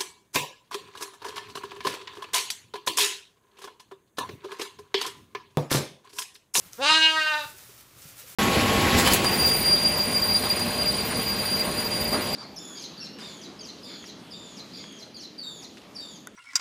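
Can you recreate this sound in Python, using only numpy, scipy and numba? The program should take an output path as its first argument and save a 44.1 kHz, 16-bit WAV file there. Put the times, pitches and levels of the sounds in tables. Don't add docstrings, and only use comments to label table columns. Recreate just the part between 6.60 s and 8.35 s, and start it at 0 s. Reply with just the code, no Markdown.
import sys
import numpy as np
from scipy import signal
from scipy.fft import rfft, irfft
from scipy.io import wavfile
from scipy.ndimage import uniform_filter1d
from numba import njit

SR = 44100
rng = np.random.default_rng(int(sys.argv[2]) if len(sys.argv) > 2 else 0)


def to_wav(s):
    ch = np.atleast_2d(s).T
    pcm = np.round(np.clip(ch, -1, 1) * 32767)
    wavfile.write(sys.argv[1], SR, pcm.astype(np.int16))


N = 77175
T = np.arange(N) / SR

# [t/s, f/Hz]
PITCH = [(0.18, 228.1), (0.195, 242.2), (0.21, 266.5), (0.22, 275), (0.238, 276.4), (0.266, 299.8),
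         (0.284, 308.8), (0.325, 312.8), (0.362, 317.9), (0.44, 317.4), (0.5, 316.8), (0.58, 314.8),
         (0.64, 307.9), (0.705, 307.8), (0.738, 300.8), (0.762, 304.9), (0.812, 294.2), (0.84, 286.5),
         (0.865, 275.6)]
# [t/s, roughness/0-1]
ROUGHNESS = [(0.18, .2), (0.225, .35), (0.245, .9), (0.26, 1.), (0.28, 1.), (0.3, .6), (0.335, .55),
             (0.38, .42), (0.42, .12), (0.55, .08), (0.63, .22), (0.7, .27), (0.75, .45), (0.8, .6),
             (0.825, 1.), (0.86, 1.)]
# [t/s, f/Hz]
MOUTH_FORMANT = [(0.18, 606), (0.21, 720), (0.235, 960), (0.265, 1100), (0.31, 1093), (0.37, 1126),
                 (0.44, 940), (0.49, 1190), (0.58, 1144), (0.63, 1154), (0.7, 1126), (0.75, 1018),
                 (0.83, 978)]
# [t/s, frequency ratio]
THROAT_SHIFT = [(0.18, 0.9), (0.27, .98), (0.33, 0.99), (0.45, 1.0), (0.58, 0.94), (0.7, .96), (0.83, .94)]
# [f/Hz, bandwidth/Hz, level/dB]
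MIDDLE_FORMANTS = [(1525, 133, 6), (1860, 510, -3)]
UPPER_FORMANTS = [(2314, 430, -12.5), (2562, 88, -6), (2862, 107, -2), (3247, 60, -8.5)]
TREBLE_FORMANTS = [(3370, 92, 2.5), (3815, 164, 6.5), (4081, 117, 9), (4600, 120, 1.5), (4805, 86, 0.5),
                   (4957, 414, 1)]
TOP_FORMANTS = [(6030, 350, 0.5), (6790, 200, 2.5), (7640, 230, 1), (8740, 230, -1), (9750, 300, -3.5)]
# [t/s, level/dB]
FUNDAMENTAL_LEVEL = [(0.17, -61), (0.198, -48.5), (0.296, -46), (0.368, -42), (0.574, -51), (0.694, -67.5),
                     (0.748, -59.5), (0.86, -65)]
OCTAVE_LEVEL = [(0.17, -81), (0.192, -37), (0.224, -32), (0.344, -45.5), (0.37, -41), (0.414, -47),
                (0.59, -40.5), (0.812, -43.5), (0.86, -56)]
MOUTH_LEVEL = [(0.18, -55), (0.206, -36), (0.27, -24), (0.28, -30), (0.306, -18.5), (0.402, -34),
               (0.498, -32.5), (0.574, -25.5), (0.65, -50), (0.668, -31.5), (0.684, -36), (0.722, -29.5),
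               (0.774, -28.5), (0.86, -53)]
MIDDLE_LEVEL = [(0.19, -50), (0.238, -32), (0.314, -22.5), (0.338, -27), (0.352, -23.5), (0.37, -23),
                (0.502, -31), (0.53, -50), (0.566, -23), (0.588, -19), (0.644, -27.5), (0.666, -24.5),
                (0.702, -31.5), (0.746, -25), (0.86, -49)]
UPPER_LEVEL = [(0.19, -73), (0.222, -31), (0.304, -17), (0.324, -25.5), (0.352, -16), (0.39, -33.5),
               (0.426, -16), (0.502, -19), (0.548, -30), (0.588, -36.5), (0.622, -24.5), (0.662, -40),
               (0.674, -26.5), (0.79, -37.5), (0.86, -49.5)]
TREBLE_LEVEL = [(0.19, -62.5), (0.226, -31.5), (0.246, -26.5), (0.324, -20.5), (0.372, -23), (0.402, -35.5),
                (0.43, -23), (0.558, -38.5), (0.576, -31.5), (0.728, -37.5), (0.744, -28), (0.764, -54),
                (0.78, -35.5), (0.85, -45), (0.86, -56)]
TOP_LEVEL = [(0.19, -70), (0.24, -43), (0.302, -39.5), (0.458, -47), (0.502, -49.5), (0.618, -50),
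             (0.638, -54), (0.8, -55.5), (0.84, -63)]
# [t/s, level/dB]
RUSTLE_LEVEL = [(0.0, -55), (0.082, -53.5), (0.112, -69), (0.13, -52), (0.186, -52.5), (0.2, -56),
                (0.5, -55.5), (0.8, -50), (0.9, -48.5), (0.948, -56.5), (0.98, -50), (1.166, -55.5),
                (1.21, -51), (1.238, -63), (1.34, -64), (1.386, -53.5), (1.488, -49), (1.55, -56),
                (1.598, -44.5), (1.656, -55), (1.69, -45.5), (1.75, -49.5)]
# [t/s, level/dB, decay time/s]
SNAPS = [(0.1328, -32.5, 0.00096), (0.151, -53, .003), (0.899, -51, .0006), (0.984, -57, 0.0022),
         (0.986, -42, 0.00079), (1.42, -45, 0.0084), (1.64, -56, .002)]
# [t/s, f/Hz, level/dB]
HOOF_FALLS = [(0.058, 170, -54), (0.31, 157, -48), (0.579, 157, -56), (0.853, 115, -48), (0.94, 384, -55),
              (1.09, 400, -53), (1.361, 122, -54), (1.451, 152, -49), (1.638, 515, -54)]
# [f/Hz, level/dB]
RUSTLE_SPECTRUM = [(180, -29), (300, -15.5), (523, -3), (943, -11.5), (1080, -16), (1330, -5.5),
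                   (2820, -5.5), (3610, -5.5), (15000, -3)]
SNAP_SPECTRUM = [(300, -24.5), (1500, -16), (5500, 5.5), (9000, 3), (15000, -10)]
REVERB_SPECTRUM = [(100, -21), (400, -10), (900, -4), (1400, -0.5), (2200, -1), (4000, 0), (6000, -1),
                   (12000, -20)]
ROOM_SPECTRUM = [(15, -44), (25, -12), (109, -2), (213, -10), (293, -7), (326, -9.5), (363, -8), (475, -13),
                 (673, -16), (1310, -10.5), (1760, -19.5), (1910, -15), (15000, -21)]


def lamb():
    start_s, end_s, fade_s = .175, .865, .011
    phase, pulses, air = vocal_folds()
    shift = curve(THROAT_SHIFT)
    voiced, breathy = pulses + .12 * air, pulses + air
    mouth = resonator(voiced, curve(MOUTH_FORMANT), width_hz=220.)
    middle = resonator_bank(voiced, MIDDLE_FORMANTS, shift)
    upper = resonator_bank(breathy, UPPER_FORMANTS, shift)
    treble = resonator_bank(breathy, TREBLE_FORMANTS, shift)
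    top = resonator_bank(pulses + 2.4 * air, TOP_FORMANTS, shift)
    voice = (amp(4.5 + curve(FUNDAMENTAL_LEVEL)) * unit(np.cos(phase))
             + amp(1.5 + curve(OCTAVE_LEVEL)) * unit(np.cos(2 * phase))
             + voice_band(mouth, (737, 1240), MOUTH_LEVEL, gain_db=-.5)
             + voice_band(middle, (1312, 2160), MIDDLE_LEVEL, gain_db=-1)
             + voice_band(upper, (2045, 3350), UPPER_LEVEL, gain_db=-2)
             + voice_band(treble, (3260, 5260), TREBLE_LEVEL, gain_db=-1)
             + voice_band(top, (5200, 10500), TOP_LEVEL, gain_db=6))
    return voice * np.clip(np.minimum(T - start_s, end_s - T) / fade_s, 0, 1)


def vocal_folds():
    roughness = curve(ROUGHNESS)
    jitter = .0105 * roughness * (wander(210) + .6 * wander(70))
    phase = 2 * np.pi * np.cumsum(curve(PITCH) * (1 + jitter)) / SR
    shimmer = .05 * roughness * wander(200)
    pulses = unit(sum(np.cos(k * phase) for k in range(1, 40))) * (1 + shimmer)
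    puffs = unit(noise() * (1 + np.cos(phase)) ** 2)
    flutter_db = 2.5 * wander(130)
    air = .18 * roughness * puffs * amp(7.5 + flutter_db)
    return phase, pulses, air


def voice_band(x, edges_hz, levels, gain_db):
    band = signal.sosfilt(signal.butter(5, edges_hz, "band", fs=SR, output="sos"), x)
    power = uniform_filter1d(uniform_filter1d(band ** 2, size=560), size=560)
    return band / np.sqrt(power + 1e-12) * amp(gain_db + curve(levels))


def straw():
    cracks_per_s, spread_db, max_db = 7000, 3, 10
    sizes = amp(np.minimum(spread_db * rng.exponential(size=N), max_db))
    cracks = (rng.random(N) < cracks_per_s / SR) * np.sign(noise()) * sizes
    rustle = unit(colour(cracks, RUSTLE_SPECTRUM)) * amp(2.5 + curve(RUSTLE_LEVEL))
    snap_envelope = sum(amp(db) * (T >= t) * np.exp(-np.abs(T - t) / decay) for t, db, decay in SNAPS)
    return rustle + snap_envelope * unit(colour(noise(), SNAP_SPECTRUM))


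def hooves():
    rise_s = .0061
    thuds = 0
    for onset, hz, db in HOOF_FALLS:
        age = np.maximum(T - onset, 0) / rise_s
        tone = unit(np.sin(2 * np.pi * hz * (T - onset)))
        crunch = noise()
        for _ in range(2):
            crunch = resonator(crunch, np.full(N, .9 * hz), width_hz=float(hz))
        thuds = thuds + amp(db) * age * np.exp(1 - age) * (tone + .3 * unit(crunch))
    return thuds


def pen_reverb(x):
    t60_s, delay_s, tail_db = .38, .0024, -11.5
    tail = colour(noise(), REVERB_SPECTRUM) * (T > delay_s) * amp(-60 * T / t60_s)
    return x + amp(tail_db) * signal.fftconvolve(x, tail / np.linalg.norm(tail))[:N]


def background():
    room_db, hum_db, hum_hz = -55.5, -68, 119
    room = unit(colour(noise(), ROOM_SPECTRUM))
    hum = unit(np.sin(2 * np.pi * hum_hz * T) * (1 + .73 * wander(8.4)))
    return amp(room_db) * room + amp(hum_db) * hum


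@njit
def resonator(x, hz, width_hz):
    y, band_state, low_state = np.empty(len(x)), 0., 0.
    for i in range(len(x)):
        g, damping = np.tan(np.pi * hz[i] / SR), width_hz / hz[i]
        band = (band_state + g * (x[i] - low_state)) / (1 + g * (g + damping))
        band_state = 2 * band - band_state
        low_state += 2 * g * band
        y[i] = damping * band
    return y


def resonator_bank(x, formants, shift):
    return sum((-1) ** k * amp(db) * resonator(x, hz * shift, float(width))
               for k, (hz, width, db) in enumerate(formants))


def colour(x, spectrum):
    hz, db = np.array(spectrum, float).T
    f = np.maximum(np.fft.rfftfreq(2 * N, 1 / SR), 1)
    return irfft(rfft(x, 2 * N) * amp(np.interp(np.log(f), np.log(hz), db)))[:N]


def amp(db):
    return 10 ** (np.asarray(db) / 20)


def curve(rows):
    return np.interp(T, *np.array(rows, float).T)


def unit(x):
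    return x / np.sqrt(np.mean(x ** 2))


def noise():
    return rng.standard_normal(N)


def wander(rate_hz):
    return unit(np.interp(T * rate_hz, np.arange(N), noise()))


def scene():
    return (pen_reverb(lamb() + straw()) + hooves() + background())[None]


def record(dry):
    cutoff_hz = 15450
    return signal.sosfilt(signal.ellip(10, .2, 80, cutoff_hz, fs=SR, output="sos"), dry)


dry = scene()
out = record(dry)
to_wav(out)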